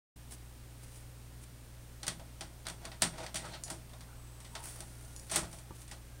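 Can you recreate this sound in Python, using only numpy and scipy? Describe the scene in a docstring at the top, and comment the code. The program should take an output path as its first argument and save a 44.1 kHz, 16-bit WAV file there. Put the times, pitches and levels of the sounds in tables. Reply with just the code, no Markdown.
"""Latches, levers and a cassette knock on the chassis of a video recorder as it threads the tape.
Each blow is a brief cluster of contacts exciting a dense decaying ring and the modes of the case panels;
a spring and a solenoid add damped modes. Loading gears chatter as random contacts coloured by the case,
tape and plastic rub as bright friction noise, and motors whine as narrow bands of noise.
Behind them lie mains hum, faint electronic tones, a low rumble and a smooth hiss."""
import sys
import numpy as np
from scipy import signal
from scipy.fft import rfft, irfft
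from scipy.io import wavfile
from scipy.ndimage import uniform_filter1d

SR = 44100
rng = np.random.default_rng(int(sys.argv[2]) if len(sys.argv) > 2 else 0)


def waveform_to_disk(signal):
    """Save audio, clipped to [-1, 1], as 16-bit WAV at the path in sys.argv[1]."""
    frames = np.transpose(np.atleast_2d(signal))
    scaled = np.clip(frames, -1, 1) * 32767
    samples = np.round(scaled).astype(np.int16)
    wavfile.write(sys.argv[1], SR, samples)


N = 273420
TIME = np.arange(N) / SR

# Mains harmonics: (multiple of the mains frequency, mean level [dB])
MAINS_HZ = 59.94
HUM = [(1, -54.5), (2, -56), (4, -72.5), (5, -75.5), (9, -77.5)]
# Faint tones of the electronics: (frequency [Hz]) and (mean level [dB])
TONES_HZ = [538.3, 8538, 8608]
TONES_DB = [-85, -83, -75]
# Spectral shapes of the low rumble and of the hiss: (frequency [Hz], relative density [dB per Hz])
RUMBLE = [(5, -13), (18, -2), (28, 8.5), (42, -0.5), (75, -7), (105, 2), (150, -5), (200, -12), (300, -32),
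          (600, -54)]
AIR = [(120, -6), (200, -4.5), (260, -3.5), (520, -9.5), (770, -11), (1130, -13.5), (1600, -14.5),
       (4000, -18), (7500, -19), (8700, -17), (9500, -17.5), (11000, -21), (15500, -22)]
AIR_DB = -58.5

# Motor whines and gear squeaks: (start [s], end [s], frequency [Hz], level [dB], width [Hz])
WHINES = [(3.42, 3.509, 1324, -50, 140), (3.48, 3.596, 4160, -56, 450), (4.043, 4.187, 1454, -67, 200),
          (4.05, 4.5, 1022, -69.5, 450), (4.496, 4.675, 933, -58, 130), (4.138, 4.662, 8070, -68, 500),
          (4.602, 6.4, 5960, -78, 150), (4.856, 5.2, 1420, -76, 22), (6.02, 6.4, 1592, -71.5, 35)]

# Tape sliding steadily over the guides, and one brisk pull round the drum: (start [s], end [s], level [dB])
TAPE_RUN = (4.5, 5.6, -61)
TAPE_PULL = (4.62, 4.69, -48)
TAPE_RISE_S, TAPE_STOP_S, PULL_EASE_S = 0.033, 0.04, 0.069
# Soft scuffs of plastic: (time [s], level [dB], half length [s])
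SCUFFS = [(0.331, -49.5, 0.016), (0.838, -57.5, .008), (0.923, -61.5, 0.089), (0.97, -63, 0.018),
          (1.434, -57.5, 0.013), (5.05, -60, 0.0056), (5.76, -57, 0.0078), (5.816, -55, 0.021)]
# Spectral shape of rubbing: (frequency [Hz], relative density [dB per Hz])
RUB = [(300, -4.5), (1500, -8), (4000, -10), (6000, -6), (7300, -6.5), (8600, -1), (9500, 0.5),
       (10700, -5.5), (12200, -13), (15500, -10.5)]

# Loading gears turning lightly, and labouring at each cam stroke: (start [s], end [s], level [dB])
GEARS_IDLE = (2.09, 5.7, -70.5)
CAM_STROKES = [(2.798, 2.87, -53.5), (3.11, 3.174, -54), (3.178, 3.26, -47.5), (3.383, 3.557, -51),
               (3.652, 3.743, -54), (4.752, 4.807, -62), (5.385, 5.452, -55.5)]
BITE_S, EASE_S = 0.028, 0.03  # the gears take up the load, and ease off
# Spectral tilt of the gears against the case response: (frequency [Hz], gain [dB])
GEAR_TILT = [(150, 4), (350, 3.5), (700, 3), (1350, -4), (2500, -4), (5000, -8.5), (9000, -10.5),
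             (15000, -16)]

# Broad response of the chassis: (frequency [Hz], relative density [dB per Hz])
CHASSIS = [(60, -15.5), (140, -2), (220, -8), (450, -14), (700, -1), (1100, -5), (2600, -4.5), (4000, -4),
           (5700, -6.5), (6800, -9.5), (9200, -5), (10600, -12), (12800, -23.5), (15500, -20)]
# Resonances of the case and deck: (frequency [Hz], width [Hz], lift [dB])
RESONANCES = [(164, 28, 7.5), (343, 79, 12.1), (423, 24, 6.7), (498, 24, 10.4), (622, 97, 8.9),
              (817, 30, 6.3), (922, 55, 5.2), (1010, 15, 4.5), (1097, 64, 5.2), (1299, 73, 6.3),
              (1441, 55, 8.4), (1568, 38, 5.5), (1669, 21, 4.9), (1925, 133, 5.9), (2224, 24, 3.5),
              (2787, 31, -4.7), (3356, 116, 3.5), (3634, 65, 5.2), (4302, 48, 3.1), (4592, 209, 3.8),
              (5348, 68, 2.6), (5919, 398, 5.1), (6866, 400, 4.0), (7570, 91, 3.2), (8341, 1400, 6.0),
              (9034, 108, 2.7), (9446, 124, 5.5), (11101, 230, 5.1)]
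# Decay of the chassis ring: (frequency [Hz], time to fall 60 dB [s])
RING = [(150, 0.45), (400, 0.24), (1000, 0.21), (2800, 0.18), (8000, 0.18), (15000, 0.18)]
# Case panels that sing on after a blow: (frequency [Hz]) and (relative level [dB], time to fall 60 dB [s])
PANELS_HZ = [165, 334, 646, 809, 1290, 1441, 3309, 3624, 5607, 8046, 8717, 9035, 9439]
PANELS = [(-18, 0.49), (-23.5, 0.5), (-14.5, 0.19), (-17.5, 0.19), (-25, 0.31), (-30.5, 0.34), (-24, 0.19),
          (-37, 0.18), (-21, 0.25), (-34, 0.13), (-13, 0.25), (-16, 0.1), (-19, 0.22)]

# Modes of a solenoid's dull tock: (frequency [Hz], relative level [dB], time to fall 60 dB [s])
SOLENOID = [(71, 10, 0.11), (183, 1.5, 0.099), (340, 7.5, 0.04), (510, -4, 0.081), (894, 0, 0.067),
            (950, 0, 0.065), (1163, -2, 0.092), (1270, -14, .08)]
# Strokes of the solenoid: (time [s], gain [dB])
STROKES = [(5.432, -49), (5.708, -49.5)]
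# Modes of a small steel spring: (frequency [Hz], relative level [dB], time to fall 60 dB [s])
SPRING = [(4460, 2, 0.044), (5170, -5, 0.087), (5870, 4, 0.12), (5960, -2, 0.069), (6740, 2, .08),
          (6900, 6, 0.18), (7200, -4, .09), (7950, -14, .12), (9660, 2, .06), (10460, -3, .08)]
# Plucks of the spring: (time [s], gain [dB])
PLUCKS = [(3.637, -51), (5.1636, -58.5), (5.1967, -66)]
# Spectral shape of the spring's release: (frequency [Hz], relative density [dB per Hz])
SNAP = [(1000, -32), (3400, -37), (4300, 0), (7000, -1), (8500, 5), (10500, 3), (13000, -23), (15500, -13)]

# Blows of latches, levers and cassette: (time [s], ring gain before the common trim [dB],
# then relative to the ring: contact crack [dB], body [dB], treble [dB])
BLOWS = [(2.0307, -41, 9, -2.5, -5), (2.0669, -38.5, 7.5, -1.5, -2.5), (2.0796, -33.5, 11.5, -3, -2.5),
         (2.196, -56.5, 0, 17.5, -8), (2.4085, -39.5, 5.5, 1.5, -5), (2.654, -46.5, 1, 4, -12),
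         (2.6676, -40, 11.5, -2, -7), (2.684, -43.5, 11.5, -2, -2.5), (2.699, -48.5, 11, 3.5, 0),
         (2.852, -44.5, 11, 2, -5), (2.9167, -45.5, 4.5, 2, -13), (3.0125, -41, -7, 6, -11),
         (3.02, -25, 9, -2.5, -0.5), (3.0278, -31, 3, -8, -3), (3.181, -44.5, 0.5, 10.5, -9),
         (3.264, -43.5, 9.5, -3, -10), (3.3435, -41.5, 6.5, 4, 0), (3.3561, -32, 2.5, -14, -0.5),
         (3.4526, -46, 3, -3, -7), (3.534, -38, -4, -10, -15), (3.679, -52.5, 6, 8, -8),
         (3.701, -41, 6, 2.5, 3), (3.894, -56.5, -1, 5, -6), (3.9334, -54.5, 2, 9.5, -6),
         (4.0068, -52, 6.5, 1, -5), (4.403, -54.5, 7.5, -12, 1), (4.4446, -47, -1, -8, -5),
         (4.5517, -38.5, 5, 1.5, -8.5), (4.8046, -48, 9, 2, 1.5), (5.2964, -37.5, -3, -3, -4),
         (5.3136, -33.5, -1, 0.5, 4), (5.332, -25, -18, -3, -2.5), (5.359, -27, 6, -1.5, 3),
         (5.432, -47, -1, 8, -5), (5.5285, -50.5, 4.5, 4, 1.5), (5.5858, -54, 5.5, 2, 1),
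         (5.8775, -53, 6, -11, 0), (5.9128, -43, 3, -1.5, -3)]
# Contact time of a blow with 0 dB of crack; each HALVING_DB more crack halves it
CONTACT_S, HALVING_DB = 0.0077, 10.5
# Low thud relative to the body; the dB it gains per dB of crack and of treble
THUD_DB, THUD_PER_CRACK, THUD_PER_TREBLE = 1, 0.47, 0.7

START_S, EDGE_HZ = 0.158, 15850  # end of the opening silence; upper band limit


def amp(db):
    """Amplitude gain is an exponential function of decibels."""
    return 10 ** (np.asarray(db) / 20)


def unit(x):
    """Normalization: divides by the root mean square, so that it becomes 1."""
    return x / np.sqrt(np.mean(x ** 2) + 1e-20)


def read(points, hz):
    """Linear interpolation of a spectrum on a logarithmic frequency axis."""
    f, value = np.transpose(points)
    return np.interp(np.log(hz + 1), np.log(f + 1), value)


def add(mix, s, sound):
    """Superposition: adds a sound into the mix at time s."""
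    part = mix[round(s * SR):][:len(sound)]
    part += sound[:len(part)]


def colour(x, db_at):
    """Linear filtering in the frequency domain by a rule Hz -> dB; rms 1."""
    hz = np.fft.rfftfreq(len(x), 1 / SR)
    return unit(irfft(rfft(x) * amp(db_at(hz)), len(x)))


def noise(points):
    """Stationary Gaussian noise shaped to a given spectrum; rms 1."""
    return colour(rng.standard_normal(N), lambda hz: read(points, hz))


def drift(rate_hz):
    """Random modulation: low-passed noise wanders slowly; rms 1."""
    return colour(rng.standard_normal(N), lambda hz: -10 * np.log10(1 + (hz / rate_hz) ** 4))


def case(hz):
    """Resonance: response in dB of the case and deck to whatever shakes them."""
    lifts = sum(db / (1 + (2 * (hz - f) / width) ** 2) for f, width, db in RESONANCES)
    return read(CHASSIS, hz) + lifts


def stroke(start, end, db, attack_s, release_s):
    """Envelope of one movement: linear rise, hold and exponential decay."""
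    rise = np.clip((TIME - start) / attack_s, 0, 1)
    decay = np.exp(-np.maximum(TIME - end, 0) / release_s)
    return amp(db) * rise * decay


def grains(per_s, spread_db, tail_s, smooth):
    """Shot noise: random contacts of uneven size set the power of noise, over smooth friction."""
    size = amp(spread_db * np.minimum(rng.exponential(1, N), 4))
    clicks = (rng.random(N) < per_s / SR) * size
    t = TIME[:SR // 10]
    # each contact has a sharp onset and a short scattered tail
    tail = rng.standard_normal(len(t)) * (np.exp(-t / tail_s) + 2 * np.exp(-t / 0.00015))
    tail_power = uniform_filter1d(tail ** 2, size=32)
    power = abs(signal.fftconvolve(clicks ** 2, tail_power)[:N])
    return rng.standard_normal(N) * np.sqrt(power / power.mean() + smooth)


def struck(modes):
    """Modal superposition: a small part sounds as a sum of exponentially damped sinusoids."""
    t = TIME[:SR // 3]
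    return sum(amp(db) * np.exp(-np.log(1000) * t / t60) * np.sin(2 * np.pi * hz * t)
               for hz, db, t60 in modes)


def room(rumble_db=-60, waver_db=0.5):
    """Harmonic series of the mains and electronic tones, wavering in level, over broadband noise."""
    lines = [(k * MAINS_HZ, db) for k, db in HUM] + list(zip(TONES_HZ, TONES_DB))
    hum = np.zeros(N)
    for hz, db in lines:
        sine = np.sqrt(2) * np.sin(2 * np.pi * (hz * TIME + rng.random()))
        hum += amp(db + waver_db * drift(1.2)) * sine
    return hum + amp(rumble_db) * noise(RUMBLE) + amp(AIR_DB) * noise(AIR)


def motors(fade_s=0.061):
    """Quadrature modulation: two slow noises on sine and cosine make thin, wavering whines and squeaks."""
    out = np.zeros(N)
    for start, end, hz, db, width in WHINES:
        phase = 2 * np.pi * hz * TIME
        running = np.clip(np.minimum(TIME - start, end - TIME) / fade_s, 0, 1)
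        whine = drift(width / 2) * np.cos(phase) + drift(width / 2) * np.sin(phase)
        out += amp(db) * running * whine
    return out


def friction(case_share=0.12):
    """Sliding friction: many fine contacts give the bright rub of tape on guides and scuffs of plastic."""
    pressure = stroke(*TAPE_RUN, TAPE_RISE_S, TAPE_STOP_S)
    pressure += stroke(*TAPE_PULL, TAPE_RISE_S, PULL_EASE_S)
    for s, db, half in SCUFFS:
        pressure += amp(db) * np.exp(-0.5 * ((TIME - s) / half) ** 2)
    rub = grains(600, spread_db=4.5, tail_s=0.0066, smooth=0.99)
    return pressure * colour(rub, lambda hz: read(RUB, hz) + case_share * case(hz))


def gears(contacts_per_s=220):
    """Forced vibration: chattering gear teeth excite the case, louder under load."""
    teeth = grains(contacts_per_s, spread_db=-0.5, tail_s=0.018, smooth=0.25)
    load = sum(stroke(*row, BITE_S, EASE_S) for row in [GEARS_IDLE] + CAM_STROKES)
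    return load * colour(teeth, lambda hz: read(GEAR_TILT, hz) + case(hz))


def pluck(snap_db=22, snap_s=0.00089, tail_db=-19, tail_s=0.062):
    """Free vibration of a released spring: damped modes after a crisp snap with a faint scattered tail."""
    ping = struck(SPRING)
    t = TIME[:len(ping)]
    snap = colour(rng.standard_normal(len(t)), lambda hz: read(SNAP, hz))
    decay = np.exp(-t / snap_s) + amp(tail_db) * np.exp(-t / tail_s)
    return ping + amp(snap_db) * snap * decay


def impact(ring_db, crack_db, body_db, treble_db):
    """Contact mechanics: a stronger crack means a briefer contact; crack and treble add low thud."""
    contact_s = CONTACT_S * 2 ** (-crack_db / HALVING_DB)
    thud_db = body_db + THUD_DB + THUD_PER_CRACK * crack_db + THUD_PER_TREBLE * treble_db
    return ring_db, crack_db, thud_db, body_db, treble_db, contact_s


def panels(ring_db, crack_db, thud_db, body_db, treble_db, contact_s, spot_db=3.5):
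    """Modal excitation: the spot that is struck favours some panel modes over others, at random."""
    tone = [(260, thud_db), (750, body_db), (2000, 0), (8000, treble_db)]
    modes = []
    for hz, (db, t60) in zip(PANELS_HZ, PANELS):
        level_db = db + read(tone, hz) + spot_db * rng.standard_normal()
        modes.append((hz, level_db, t60))
    sound = struck(modes)
    return amp(ring_db) * sound * (1 - np.exp(-TIME[:len(sound)] / contact_s))


def blow(ring_db, crack_db, thud_db, body_db, treble_db, contact_s, rise_share=0.83,
         crack_edge_hz=1400, crack_bright_db=3.0, bite_s=0.00039, spike_db=3, size=1024):
    """Impact excitation: a short crack, then a dense ring damped by frequency, the bass lasting longest."""
    t = TIME[:SR // 2]
    tone = [(260, thud_db), (750, body_db), (2000, 0), (4800, 0), (8000, treble_db)]
    frames = dict(nperseg=size, noverlap=size * 3 // 4)
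    hz, age, z = signal.stft(rng.standard_normal(len(t)), SR, boundary="even", **frames)
    shape = unit(amp(case(hz))) * amp(read(tone, hz))
    dying = amp(-60 * age / read(RING, hz)[:, None])
    ring = signal.istft(z * shape[:, None] * dying, SR, **frames)[1][:len(t)]
    ring *= 1 - np.exp(-t / (rise_share * contact_s))  # a long contact builds the ring slowly

    # the contact is a cluster of tiny impacts, bright and too brief to carry bass
    spikes = amp(spike_db * np.minimum(rng.exponential(1, len(t)), 5))
    impacts = rng.choice([-1, 1], len(t)) * spikes
    hardness = [(crack_edge_hz / 2, -12), (crack_edge_hz, -3), (3000, 0),
                (9000, crack_bright_db), (15000, 2 * crack_bright_db)]
    crack = colour(impacts, lambda f: case(f) + read(tone, f) + read(hardness, f))
    crack *= np.exp(-t / contact_s) * (1 - np.exp(-t / bite_s))
    crack *= np.sqrt(np.mean(shape ** 2)) * amp(crack_db)  # level relative to the ring
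    return amp(ring_db) * (ring + crack)


def mechanism(blows_db=-0.72):
    """Superposition of every blow with its panel modes, the spring plucks and the solenoid strokes."""
    out = np.zeros(N)
    for s, *row in BLOWS:
        add(out, s, amp(blows_db) * blow(*impact(*row)))
        add(out, s, panels(*impact(*row)))
    for s, db in PLUCKS:
        add(out, s, amp(db) * pluck())
    for s, db in STROKES:
        add(out, s, amp(db) * struck(SOLENOID))
    return out


def scene():
    """Linear superposition of all sources, identical in both channels."""
    mono = room() + motors() + friction() + gears() + mechanism()
    return np.array([mono, mono])


def record(dry):
    """Gating and low-pass filtering: the sound opens after a moment of silence, with a steep band limit."""
    opened = np.clip((TIME - START_S) / 0.005, 0, 1)
    band_limit = signal.firwin(511, EDGE_HZ, window=("kaiser", 9), fs=SR)
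    return signal.oaconvolve(dry * opened, band_limit[None], "same")


dry = scene()
out = record(dry)
waveform_to_disk(out)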